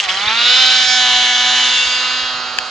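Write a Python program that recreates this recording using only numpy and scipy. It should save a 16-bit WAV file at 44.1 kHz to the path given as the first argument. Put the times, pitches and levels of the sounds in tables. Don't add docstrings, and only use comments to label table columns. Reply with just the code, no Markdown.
import sys
import numpy as np
from scipy import signal
from scipy.fft import rfft, irfft
from scipy.io import wavfile

SR = 44100
rng = np.random.default_rng(int(sys.argv[2]) if len(sys.argv) > 2 else 0)


def output_pcm(signal):
    pcm = np.clip(np.atleast_2d(signal).T, -1, 1) * 32767
    wavfile.write(sys.argv[1], SR, np.round(pcm).astype(np.int16))


def volts_from_db(level):
    exponent = np.asarray(level, float) / 20
    return 10 ** exponent


N = 119070
TIME = np.arange(N) / SR
SPARSE = 40
LEFT_RIGHT = np.array([[0.5], [-0.5]])


def in_time(rows):
    t, *columns = np.transpose(rows)
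    return [np.interp(TIME, t, column) for column in columns]


def at_hz(points, hz):
    p = np.array(points, float)
    return np.interp(np.log(hz), np.log(np.maximum(p[:, 0], 10)), p[:, 1])


def sparse_drift(rate_hz):
    r = np.exp(-2 * np.pi * rate_hz * SPARSE / SR)
    settle = 2000
    noise = rng.standard_normal(N // SPARSE + 2 + settle)
    slow = signal.lfilter([1], [1, -2 * r, r * r], noise)[settle:]
    slow = slow - slow.mean()
    return slow / np.sqrt(np.mean(slow ** 2) + 1e-20)


def fill(sparse):
    return np.interp(np.arange(N) / SPARSE, np.arange(len(sparse)), sparse)


def drift(rate_hz):
    return fill(sparse_drift(rate_hz))


def bands(spectrum, edges, alike_at, patchy_db, dull=0.):
    knee_hz = 1600
    out, power, white = 0, 0, rng.standard_normal((2, 2, N))
    for k, (low, high) in enumerate(zip(edges, edges[1:])):
        band_pass = signal.butter(2, [low, high], "band", fs=SR, output="sos")
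        mid, side = signal.sosfilt(band_pass, white[k % 2])
        hz = np.sqrt(low * high)
        alike = np.clip(alike_at(hz), 0, 1)
        pair = np.sqrt(1 + alike) * mid + np.sqrt(1 - alike) * side * [[1], [-1]]
        band = volts_from_db(at_hz(spectrum, hz) + patchy_db * drift(3.2)) * pair
        power += np.mean(band ** 2)
        octaves_above = max(np.log2(hz / knee_hz), 0)
        out = out + band * volts_from_db(-dull * octaves_above)
    return out / np.sqrt(power)


# f/Hz, level/dB per Hz
FOREST_WASH = [(250, -45), (400, -6), (800, 1.5), (1400, 3.5), (2500, -35)]


def forest():
    return volts_from_db(-33.5) * bands(FOREST_WASH, 250 * 2 ** np.arange(0, 3.6, .5), lambda hz: .9, 1.4)


# f/Hz, level/dB per Hz
WIND_RUMBLE = [(12, -42), (20, -2.5), (81, -2), (166, -4.5), (245, -3.5), (292, -31.5), (400, -6),
               (520, -36), (880, -120)]
# t/s, peak level/dB, f/Hz, length/s
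WIND_BUMPS = [
    (0.276, -33, 85.16, 0.0082),
    (0.648, -46, 86.6, 0.042),
    (1.06, -45, 69.55, 0.011),
    (1.161, -45, 63.3, 0.061),
    (1.406, -45, 49.38, 0.04),
    (1.876, -43, 59.7, 0.029),
    (2.238, -44.5, 73.53, 0.024),
]


def wind():
    level_db, lumps_db, alike, left_right_db = -50, 1.8, 0.38, -11
    rumble = bands(WIND_RUMBLE, 20 * 2 ** np.arange(0, 4.4, .5), lambda hz: alike, 0.65)
    out = volts_from_db(level_db + lumps_db * drift(5.4)) * rumble
    for s, db, hz, length_s in WIND_BUMPS:
        t = TIME - s
        out = out + volts_from_db(db) * np.exp(-(t / length_s) ** 2) * np.cos(2 * np.pi * hz * t)
    return out * volts_from_db(left_right_db * LEFT_RIGHT)


# t/s, peak level/dB
BODY_TICK = [
    (2.5863, -1),
]
# f/Hz, level/dB, t60/s, left-right/dB, right lag/rad
SHELL_MODES = [(1130, -20, 0.016, -20.5, 0.79), (1720, -0.5, 0.0095, 6.5, 1.7), (2600, 1, 0.01, 7.5, 1.9),
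               (3000, -6, 0.014, -7, 1.5), (4630, -2, 0.0093, -6, 1.7), (6770, -4, 0.0054, -1, 1.9)]


def tick():
    rise_s, low_cut_hz = 0.00017, 500
    out = np.zeros((2, N))
    for s, db in BODY_TICK:
        t = np.maximum(TIME - s, 0)
        rise = 1 - np.exp(-(t / rise_s) ** 2)
        for hz, level_db, t60, pan_db, lag in SHELL_MODES:
            ring = rise * volts_from_db(db + level_db - 60 * np.minimum(t / t60, 5))
            phase = 2 * np.pi * hz * t - np.array([[0], [lag]])
            out += ring * volts_from_db(pan_db * LEFT_RIGHT) * np.sin(phase)
    return signal.sosfilt(signal.butter(2, low_cut_hz, "high", fs=SR, output="sos"), out)


# f/Hz, level/dB per Hz
GAS_HISS = [(150, -38), (250, -42), (305, -40), (992, -20.5), (1480, -1), (3880, -2), (6730, -14),
            (7500, -16.5), (8900, -17.5), (9900, -30), (12600, -67)]
# f/Hz, likeness (0 to 1)
HISS_LIKENESS = [(300, 0.42), (1200, 0.93), (3000, 0.76), (9000, 1)]


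def puffing_hiss(turns, dull):
    edges = 260 * 2 ** np.arange(0, 5.4, 1 / 3)
    hiss = bands(GAS_HISS, edges, lambda hz: at_hz(HISS_LIKENESS, hz), 0.8, dull)
    each_firing = 0.45 * np.cos(4 * np.pi * turns)
    each_turn = 0.15 * np.cos(2 * np.pi * turns)
    return hiss * (1 + each_firing + each_turn)


# multiple of firing rate, level/dB
FROM_FRONT = [(1, -15), (2, -18), (3, -15), (4, 1), (5, -6), (6, 1), (7, -3), (8, -5), (9, -6), (10, 0),
              (11, -2), (12, -5), (13, -4), (14, -3), (15, 0), (16, 0), (17, 0), (18, -2), (19, -8),
              (20, -9), (21, -11), (22, -13), (23, -17), (24, -16), (26, -20), (28, -24), (30, -25),
              (36, -34)]
FROM_FRONT_QUARTER = [(1, -24.5), (2, -16.5), (3, -12.0), (4, -15), (5, -8.5), (6, -4.0), (7, -16.5),
                      (8, -9.5), (9, -6.5), (10, -4.5), (11, -2.5), (12, 4.5), (13, -4), (14, 6), (15, 4),
                      (16, 4), (17, -2.5), (18, -5), (19, -13.5), (20, 0), (21, -13.5), (22, -13.5),
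                      (23, -10.5), (24, -18), (25, -20.5), (26, -20.0), (27, -25), (28, -15), (29, -17.5),
                      (30, -25.5), (31, -40), (32, -56.5), (33, -53), (34, -43), (35, -49.0), (36, -63)]
FROM_SIDE = [(1, -20.5), (2, -22.5), (3, -2.5), (4, -16), (5, -14.5), (6, 1), (7, -1.5), (8, -15.5),
             (9, -0.0), (10, -14), (11, -9.5), (12, -1), (13, 2.0), (14, 4.5), (15, -1.5), (16, 1),
             (17, -14), (18, -3.0), (19, -3), (20, -16), (21, 0.5), (22, -6), (23, -20), (24, -6),
             (25, -9.5), (26, -5.5), (27, -5.5), (28, -20.5), (29, -16.5), (30, -34.5), (31, -50.5),
             (32, -41), (33, -51.5), (34, -51), (35, -41), (36, -38)]
FROM_REAR_QUARTER = [(1, -17.5), (2, -23.5), (3, -6), (4, -6.0), (5, -10), (6, -7.5), (7, -4.5), (8, -10.5),
                     (9, -2), (10, -11.5), (11, -1.5), (12, 5.0), (13, 2), (14, 1.0), (15, -0.5), (16, 2.5),
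                     (17, -2.5), (18, -9.5), (19, -8.5), (20, -10.5), (21, -15.5), (22, -19), (23, -13.5),
                     (24, -10), (25, -9.5), (26, -20.5), (27, -13), (28, -11.5), (29, -17.0), (30, -22),
                     (31, -36), (32, -45), (33, -40), (34, -37), (35, -20), (36, -39)]
FROM_BEHIND = [(1, -18.0), (2, -15.5), (3, -16), (4, -7.5), (5, -6), (6, -2), (7, -3), (8, -7), (9, 1),
               (10, -6), (11, 9), (12, 3.5), (13, 2.5), (14, 10.5), (15, 4), (16, 1.5), (17, -3.5),
               (18, -10.5), (19, 1.5), (20, -12), (21, -7.5), (22, -13.5), (23, -19), (24, -8), (25, -11.0),
               (26, -7), (27, -3), (28, -20.5), (29, -5.5), (30, -40), (31, -33), (32, -52), (33, -55),
               (34, -45), (35, -15.5), (36, -27)]
BEHIND_TREES = [(1, -10.5), (2, -13.5), (3, 0), (4, -4.5), (5, 4), (6, 1.0), (7, -8.5), (8, -7.5), (9, -11),
                (10, -2.5), (11, 0.5), (12, -3.5), (13, 2), (14, -10.0), (15, 2.5), (16, -4.5), (17, 1),
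                (18, -6.5), (19, 2.5), (20, -11.0), (21, -11.5), (22, -11.5), (23, -15), (24, -21),
                (25, -15), (26, -10.5), (27, -32.5), (28, -10.5), (29, -33.5), (30, -23.5), (31, -44.5),
                (32, -50.0), (33, -52.0), (34, -58), (35, -50), (36, -51.0)]
HALF_ORDERS = (-17, -14.5, -13.5, -12, -12, -4)


def exhaust(turns, fire_hz, bearing, hiss_share):
    top_order, full_speed_hz = 37, 250.2
    peak_hz, peak_octaves, peak_db = 1730, 1, 3.5
    pipe_fills_s, pipe_below_hz = 0.091, 220
    waver_db, waver_hz, steady_below_hz = 1.4, 7, 440
    rough_db, rough_rad, rough_hz = 22.5, 2.76, 54
    rough_above_hz, buried_db = 2940, 12
    smear_rad, tight_below_hz, drift_rad = 2.0, 2000, 0.55
    port_waver_db = 1.5

    faces = [np.transpose(rows) for rows in (
        FROM_FRONT, FROM_FRONT_QUARTER, FROM_SIDE, FROM_REAR_QUARTER, FROM_BEHIND, BEHIND_TREES)]
    every = np.minimum(SPARSE * np.arange(N // SPARSE + 2), N - 1)
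    rate, bearing, rough = fire_hz[every], bearing[every], hiss_share[every] ** 2.53
    unfilled = 1 / (1 + np.exp((every / SR - pipe_fills_s) / 0.0085))
    out, power = np.zeros((2, N)), 0
    for order in range(2, 2 * top_order - 1):
        multiple, half = order / 2, order % 2
        hz = rate * multiple
        levels = [np.interp(multiple, *face) + half_db * half for face, half_db in zip(faces, HALF_ORDERS)]
        db = np.interp(bearing, np.arange(len(faces)), levels)
        db += half * peak_db * np.exp(-(np.log2(hz / peak_hz) / peak_octaves) ** 2)
        power = power + volts_from_db(db) ** 2 / 2
        db -= 18 * unfilled * (hz < pipe_below_hz)

        usual_hz = multiple * full_speed_hz
        unsteady = min(usual_hz / steady_below_hz, 1)
        broken = rough * np.minimum(hz / rough_above_hz, 1) ** 2
        db += unsteady * waver_db * sparse_drift(waver_hz)
        db += broken * (rough_db * sparse_drift(rough_hz) - buried_db)
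        pan_db = port_waver_db * unsteady * sparse_drift(0.55)

        smear = smear_rad * min(usual_hz / tight_below_hz, 1)
        lag = unsteady * (smear * rng.standard_normal() + drift_rad * sparse_drift(2.3))
        lag = lag + rough_rad * broken * sparse_drift(rough_hz)
        swell = np.array([fill(volts_from_db(db + pan_db)), fill(volts_from_db(db - pan_db))])
        out += swell * np.cos(2 * np.pi * order * turns + fill(lag))
    return out / fill(np.sqrt(power))


# t/s, firing f/Hz, level/dB, hiss share/dB, hiss dullness/dB per octave above the knee,
# bearing (0 front, 1 front quarter, 2 side, 3 rear quarter, 4 behind, 5 behind trees)
SLED_RUN = [(0, 205.4, -17.5, 0.5, -4, 4.5), (.02, 201.8, -25.5, -12.5, -10, -1),
            (.04, 197.8, -21, -2.5, -4, 0.5), (.075, 184, -24, -2, 0, -2),
            (.09, 184.3, -16.5, -3.5, -2, 0.5), (.16, 192, -20.5, -2.5, -2, 0),
            (.3, 219.3, -13.5, -5.5, 1, 0.24), (.36, 231.3, -15.5, -6, -1, 0.34),
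            (.49, 246.2, -9, -8.5, 0, 1), (.59, 256, -9, -9.5, -2, 1.13), (.87, 252.5, -12.5, -8, -4, 1.8),
            (1.12, 249.2, -11.5, -11, -3.5, 3), (1.33, 247.5, -13.5, -8, -2.5, 2.5),
            (1.6, 250.8, -11.5, -8.5, -2.5, 3), (1.8, 249.1, -14, -8.5, -4, 4),
            (2.2, 253.7, -18, -9, -1.5, 4.5), (2.42, 250.8, -22.5, -6.5, 0, 5),
            (2.7, 252.1, -27, -10, -4.5, 18)]


def engine():
    jitter_s, jitter_hz, hiss_trim_db = 0.000012, 12, -2.5
    fire_hz, level_db, hiss_db, dull, bearing = in_time(SLED_RUN)
    crank_hz = fire_hz / 2
    turns = np.cumsum(crank_hz) / SR + jitter_s * drift(jitter_hz) * crank_hz
    share = np.minimum(volts_from_db(hiss_db), 1)
    tones = np.sqrt(1 - share ** 2) * exhaust(turns, fire_hz, bearing, share)
    hiss = volts_from_db(hiss_trim_db) * share * puffing_hiss(turns, dull)
    return volts_from_db(level_db) * (tones + hiss)


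# f/Hz, left-right level/dB
PORT_GAIN = [(250, -1), (610, -3), (1330, -6), (1970, -7), (2900, 6), (4270, -7.5), (6290, -6.5),
             (9270, -2.5)]
# f/Hz, left lead/rad
PORT_LEAD = [(430, -0.25), (1720, 0.54), (1980, 0.42), (2580, 0.8), (3450, -0.65), (5000, 0.62),
             (7240, 0.58), (8790, 0.43)]


def ports(x):
    dip_hz, dip_width_hz, dip_db = 8150, 600, -11
    hz = np.maximum(np.fft.rfftfreq(N, 1 / SR), 10)
    dip = dip_db * np.exp(-((hz - dip_hz) / dip_width_hz) ** 2)
    gain = volts_from_db(LEFT_RIGHT * at_hz(PORT_GAIN, hz) + dip)
    lead = np.exp(1j * LEFT_RIGHT * at_hz(PORT_LEAD, hz))
    return irfft(rfft(x) * gain * lead, N)


def scene():
    distant = forest() + engine()
    return ports(distant) + wind() + tick()


def roll_off(x):
    return signal.sosfilt(signal.butter(12, 9870, fs=SR, output="sos"), x)


def record(dry):
    ceiling, cutoff_hz = 1.8, 9850
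    rounded = ceiling * np.tanh(dry / ceiling)
    top_cut = signal.cheby2(12, 60, cutoff_hz + 500, fs=SR, output="sos")
    mix = signal.sosfilt(top_cut, rounded)
    return roll_off(mix)


dry = scene()
out = record(dry)
output_pcm(out)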